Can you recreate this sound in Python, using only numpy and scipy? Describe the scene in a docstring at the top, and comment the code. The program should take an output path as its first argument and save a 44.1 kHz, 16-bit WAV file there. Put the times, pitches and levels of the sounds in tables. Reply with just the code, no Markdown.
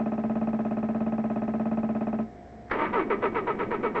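"""Fuel pump and starter, inside a parked car.

One microphone between the front seats, dull outdoor noise behind everything. An electric
plunger fuel pump buzzes at 17 strokes a second, ringing the panels, then stops. After a short
lull the starter clacks in and cranks the engine: on every compression its gears load up,
rasp and sag in pitch, while the engine rumbles through the cabin."""
import sys
import numpy as np
from scipy import signal
from scipy.fft import rfft, irfft
from scipy.io import wavfile

SR = 44100
rng = np.random.default_rng(int(sys.argv[2]) if len(sys.argv) > 2 else 0)


def unload_wav(signal):
    """Save mono or channel-first audio to the path in sys.argv[1] as 16-bit WAV at rate SR, clipped to [-1, 1]."""
    wavfile.write(
        sys.argv[1],
        SR,
        np.round(np.clip(np.atleast_2d(signal).T, -1, 1) * 32767).astype(np.int16),
    )


N = 176400
ENGAGE_S, RUMBLE_RISE_S = 2.708, .014  # cranking starts


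def amp(db):
    """Decibels to gain."""
    return 10 ** (np.asarray(db) / 20)


def unit(x):
    """Scales to rms 1."""
    return x / np.sqrt(np.mean(x ** 2) + 1e-20)


def add(mix, start_s, sound):
    """Mixes a sound in at its start time."""
    at = round(start_s * SR)
    sound = sound[max(-at, 0):]
    part = mix[max(at, 0):][:len(sound)]
    part += sound[:len(part)]


def colour(x, outline):
    """Causal filter with the given outline: f/Hz, gain/dB."""
    hz, db = np.transpose(outline)
    f = abs(np.fft.fftfreq(4096, 1 / SR))
    log_gain = np.log(amp(np.interp(np.log(f + 1), np.log(hz), db)))
    taps = np.fft.ifft(np.exp(np.conj(signal.hilbert(log_gain)))).real
    return signal.fftconvolve(x, taps[:len(taps) // 2])[:len(x)]


def wander(hz):
    """Smooth random motion of rms 1, up to about the given rate."""
    lowpass = np.exp(-(np.fft.rfftfreq(N, 1 / SR) / hz) ** 2)
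    return unit(irfft(rfft(rng.standard_normal(N)) * lowpass, N))


def swell(t, start, length, rise, fall):
    """Attack, hold and release."""
    return np.clip((t - start) / rise, 0, 1) * np.exp(-np.maximum(t - start - length, 0) / fall)


# Panels around the microphone, rung by each stroke: f/Hz, level/dB, t60/s, rise/s
PANEL_MODES = [(136.3, -30.5, 0.16, 0.02), (172.3, -38.5, 0.35, 0.024), (222.8, -10.5, 0.16, 0.027),
               (284.8, -27.5, 0.14, 0.015), (357.5, -32.5, 0.11, 0.0021), (402.1, -34, 0.22, 0.017),
               (458.6, -37, 0.17, 0.004), (613.8, -21, 0.078, 0.0034), (661, -12, 0.012, 0.00084),
               (675, -22, 0.062, 0.001), (802.4, -44, 0.27, 0.0011), (890, -35.5, 0.029, 0.0011),
               (1028, -42, 0.166, 0.0061), (1164, -33, 0.025, 0.0019), (1278, -44, 0.2, 0.001),
               (1479, -47.5, 0.031, 0.0015), (1769, -49, 0.097, 0.0006), (2520, -45.5, 0.036, 0.0008)]
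# The plunger's pull-in, end stop and return: t/s into the stroke, relative level/dB
PLUNGER_KNOCKS = [(0, -11), (.0035, -11.5), (0.016, -9)]
# The mount's clatter as it reaches the seats: f/Hz, relative level/dB
CLATTER_SPECTRUM = [(200, -16.5), (450, -10.5), (800, 5.5), (1200, -5.5), (1700, -6), (2200, -13),
                    (2650, -14.5), (3000, -22.5), (4200, -35), (8000, -68)]
def fuel_pump(strokes=38, stroke_s=.0590986, knock_t60_s=.18, clatter_db=-50):
    """Each plunger stroke rings the same panels and rattles the mount in nearly the same way."""
    t = np.arange(SR // 4) / SR
    ring = sum(amp(db - 60 * t / t60) * (1 - np.exp(-t / rise)) * np.sin(2 * np.pi * hz * t) * (-1) ** k
               for k, (hz, db, t60, rise) in enumerate(PANEL_MODES))
    knocks = np.sqrt(sum((t >= delay) * amp(db - 60 * (t - delay) / knock_t60_s) ** 2
                         for delay, db in PLUNGER_KNOCKS))
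    mount = rng.standard_normal(len(t))
    for _ in range(8):  # flatten the rattle, so that CLATTER_SPECTRUM sets its colour
        spectrum = rfft(mount * knocks)
        mount = unit(irfft(spectrum / abs(spectrum), len(t)) / (knocks + knocks.max() / 20))
    mount /= np.sqrt(np.average(mount ** 2, weights=knocks ** 2))
    panels, clatter = np.zeros(N), np.zeros(N)
    for k in range(strokes):
        beat = .00175 + k * stroke_s
        drift = .00104 * np.sin(2 * np.pi * (beat - .0357) / .6655)
        pull_in = beat + drift - .003
        force = amp(.14 * rng.standard_normal())
        add(panels, pull_in + .001472, force * ring)
        rattle = mount + .63 * rng.standard_normal(len(t))
        add(clatter, pull_in, force * knocks * rattle)
    return panels + amp(clatter_db) * unit(colour(clatter, CLATTER_SPECTRUM))


# Faint background tones in the cabin: f/Hz, level/dB
HUM_TONES = [(64.3, -54.5), (118.4, -57.5), (215.3, -53.5), (646, -60), (705.2, -53), (764.4, -62)]
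# The outdoors, heard from inside the car: f/Hz, relative level/dB
OUTDOOR_SPECTRUM = [(25, -17.5), (48, -16.5), (90, -6), (150, -8.5), (230, -3.5), (400, -8), (550, -10),
                    (760, -13.5), (900, -20.5), (1350, -26), (1800, -22.5), (2200, -26.5), (2600, -39.5),
                    (4000, -43), (8000, -59)]
# Thin hiss: f/Hz, relative level/dB
HISS_SPECTRUM = [(1000, -1.5), (3000, 2), (4500, -2), (5600, 2), (6600, -3), (7600, -1.5), (8400, -4.5)]
def background(waver_hz=2.5, hum_dip_db=-10.5):
    """Dull outdoor noise, a thin hiss and a wavering hum that drops once cranking starts."""
    hum = np.zeros(N)
    for hz, db in HUM_TONES:
        phase = 2 * np.pi * np.cumsum(hz + waver_hz * wander(9.4)) / SR
        hum += amp(db) * np.sqrt(2) * np.sin(phase)
    cranking = np.clip((np.arange(N) / SR - ENGAGE_S) / RUMBLE_RISE_S, 0, 1)
    outdoors = amp(-48) * unit(colour(rng.standard_normal(N), OUTDOOR_SPECTRUM))
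    hiss = amp(-70.5) * unit(colour(rng.standard_normal(N), HISS_SPECTRUM))
    return hum * amp(hum_dip_db * cranking) + outdoors + hiss


# Pump mount ticks, then the key switch at arm's length and the solenoid: t/s, level/dB, decay/s
CLICK_HITS = [(.936, -47, .002), (1.743, -46, .002), (2.683, -51, .005), (2.698, -38.5, 0.017),
              (2.7099, -29.5, 0.0099), (2.7136, -22.5, .008), (2.736, -37, 0.016)]
# Their colour at the microphone: f/Hz, relative level/dB
CLICK_SPECTRUM = [(200, -6), (800, -4.5), (1300, 6.5), (1900, 4.5), (2700, -17), (4000, -26.5),
                  (5500, -35.5), (8000, -68)]
def clicks():
    """Stray ticks; then the switch clicks and the pinion slams into the flywheel."""
    t = np.arange(N) / SR
    hits = sum(amp(db) * (t >= start) * np.exp(-abs(t - start) / decay)
               for start, db, decay in CLICK_HITS)
    noise = rng.standard_normal(N)
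    return colour(hits * noise, CLICK_SPECTRUM) / np.std(colour(noise, CLICK_SPECTRUM))


# Resonances of the starter and bell housing: f/Hz, width/Hz at order 1, gain/dB
HOUSING_MODES = [(400, 210, -4), (615, 64, -3), (830, 12, -9), (934, 94, 4), (1184, 27, 7.5),
                 (1280, 38.5, 11.5), (1517, 22, 4.5), (1850, 25, 4.5), (1995, 43, 2), (2235, 22, 9.5)]
def housing(x, order):
    """The ring of the starter's metal housing; a higher order makes each resonance steeper."""
    ring = np.zeros(N)
    for hz, width, db in HOUSING_MODES:
        section = np.concatenate(signal.iirpeak(hz, hz / width / order, SR))
        ring += amp(db) * signal.sosfilt(np.tile(section, (order, 1)), x)
    return ring


# Compressions: t/s, length/s, relative level/dB, tooth rate at start f/Hz and at end f/Hz,
# share of the length before the sag, groan trim/dB, whine trim/dB
COMPRESSIONS = [(2.785, .078, -1.5, 304, 312, .3, -8, 0), (2.926, .088, 0, 485, 318, .33, 0, 0),
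                (3.098, .034, 1, 495, 388, .2, 1.5, -1), (3.220, .046, .5, 510, 392, .22, 1.5, -2),
                (3.345, .043, 0, 495, 412, .3, -2, 0), (3.467, .04, -.5, 495, 416, .3, -1, 0),
                (3.587, .043, -2, 495, 415, .3, -1, -1), (3.706, .043, -2, 490, 412, .3, 0, 0),
                (3.828, .04, -.5, 495, 416, .3, 0, -1), (3.947, .041, -1.5, 490, 412, .3, 0, 0)]
# Multiples of the tooth rate, from the second up: relative level/dB
GEAR_HARMONICS = [-1.5, -3, -15, -21, -21.5]
# Rasp of the teeth, before the housing rings: f/Hz, relative level/dB
RASP_SPECTRUM = [(120, -30.5), (300, -4.5), (480, -1.5), (740, -7.5), (1100, -2.5), (1400, -11.5),
                 (1700, -7.5), (2300, -11), (2900, -19.5), (3800, -31), (5000, -46.5), (8000, -70.5)]
def starter(jitter=.0123, tooth_depth=.4, grit_per_s=530, load_rise_s=.0067, recover_s=.03):
    """Out in the engine bay, gear teeth groan, whine and rasp as each compression drags them down."""
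    t = np.arange(N) / SR
    spin_up = amp(2) * swell(t, ENGAGE_S, load_rise_s, load_rise_s, fall=.094)
    load = spin_up + amp(-15.5) * (t > ENGAGE_S)  # a light load stays between compressions
    groan, whine, pitch_points = np.zeros(N), np.zeros(N), []
    for start, length, db, start_hz, end_hz, hold, groan_db, whine_db in COMPRESSIONS:
        pitch_points += [(start, start_hz), (start + hold * length, start_hz),
                         (start + length, end_hz), (start + length + recover_s, end_hz)]
        load += amp(db) * swell(t, start, length, load_rise_s, fall=.014)
        groan += amp(db + groan_db - 22.5) * swell(t, start, length, rise=.42 * length, fall=.018)
        # the whine starts early, as the housing takes time to ring up
        whine += amp(db + whine_db - 23.5) * swell(t, start - .007, length, rise=.021, fall=.0062)
    tooth_hz = np.interp(t, *np.transpose(pitch_points)) * (1 + jitter * wander(150))
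    phase = 2 * np.pi * np.cumsum(tooth_hz) / SR
    overtones = sum(amp(db + 2 * wander(120)) * np.sin(k * (phase + k))  # worn teeth: uneven levels
                    for k, db in enumerate(GEAR_HARMONICS, 2))
    grit = unit(rng.standard_normal(N) * (rng.random(N) < grit_per_s / SR))
    teeth = unit((1 + tooth_depth * np.cos(phase)) ** 2 * rng.standard_normal(N))
    rasp = amp(-29) * load * unit(colour(teeth + .5 * grit, RASP_SPECTRUM))
    direct = groan * np.sin(phase) + rasp
    return (direct + housing(direct, order=1) + housing(whine * overtones, order=2)) / 2


# The turning engine, heard through the cabin: f/Hz, relative level/dB
RUMBLE_SPECTRUM = [(25, -9.5), (70, -24), (115, -11.5), (160, -13), (220, 1), (265, -7.5), (380, -1.5),
                   (520, -13), (750, -15), (1400, -48.5), (4000, -66)]
def engine(boom_hz=218, boom_lead_s=.02, boom_width_s=.017):
    """The turning engine rumbles, and rocks the cabin just ahead of each compression."""
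    t = np.arange(N) / SR
    cranking = np.clip((t - ENGAGE_S) / RUMBLE_RISE_S, 0, 1)
    rumble = amp(-35) * cranking * unit(colour(rng.standard_normal(N), RUMBLE_SPECTRUM))
    rocking = sum(np.exp(-((t - start + boom_lead_s) / boom_width_s) ** 2) for start, *_ in COMPRESSIONS)
    return rumble + amp(-35.5) * rocking * np.sin(2 * np.pi * boom_hz * t)


def scene():
    """Everything in mono, from between the front seats."""
    return (fuel_pump() + clicks() + starter() + engine() + background())[None]


def record(dry):
    """The recorder's band limit."""
    lowpass = signal.firwin(255, cutoff=8150, window=("kaiser", 8), fs=SR)
    return signal.oaconvolve(dry, lowpass[None], "same")


dry = scene()
out = record(dry)
unload_wav(out)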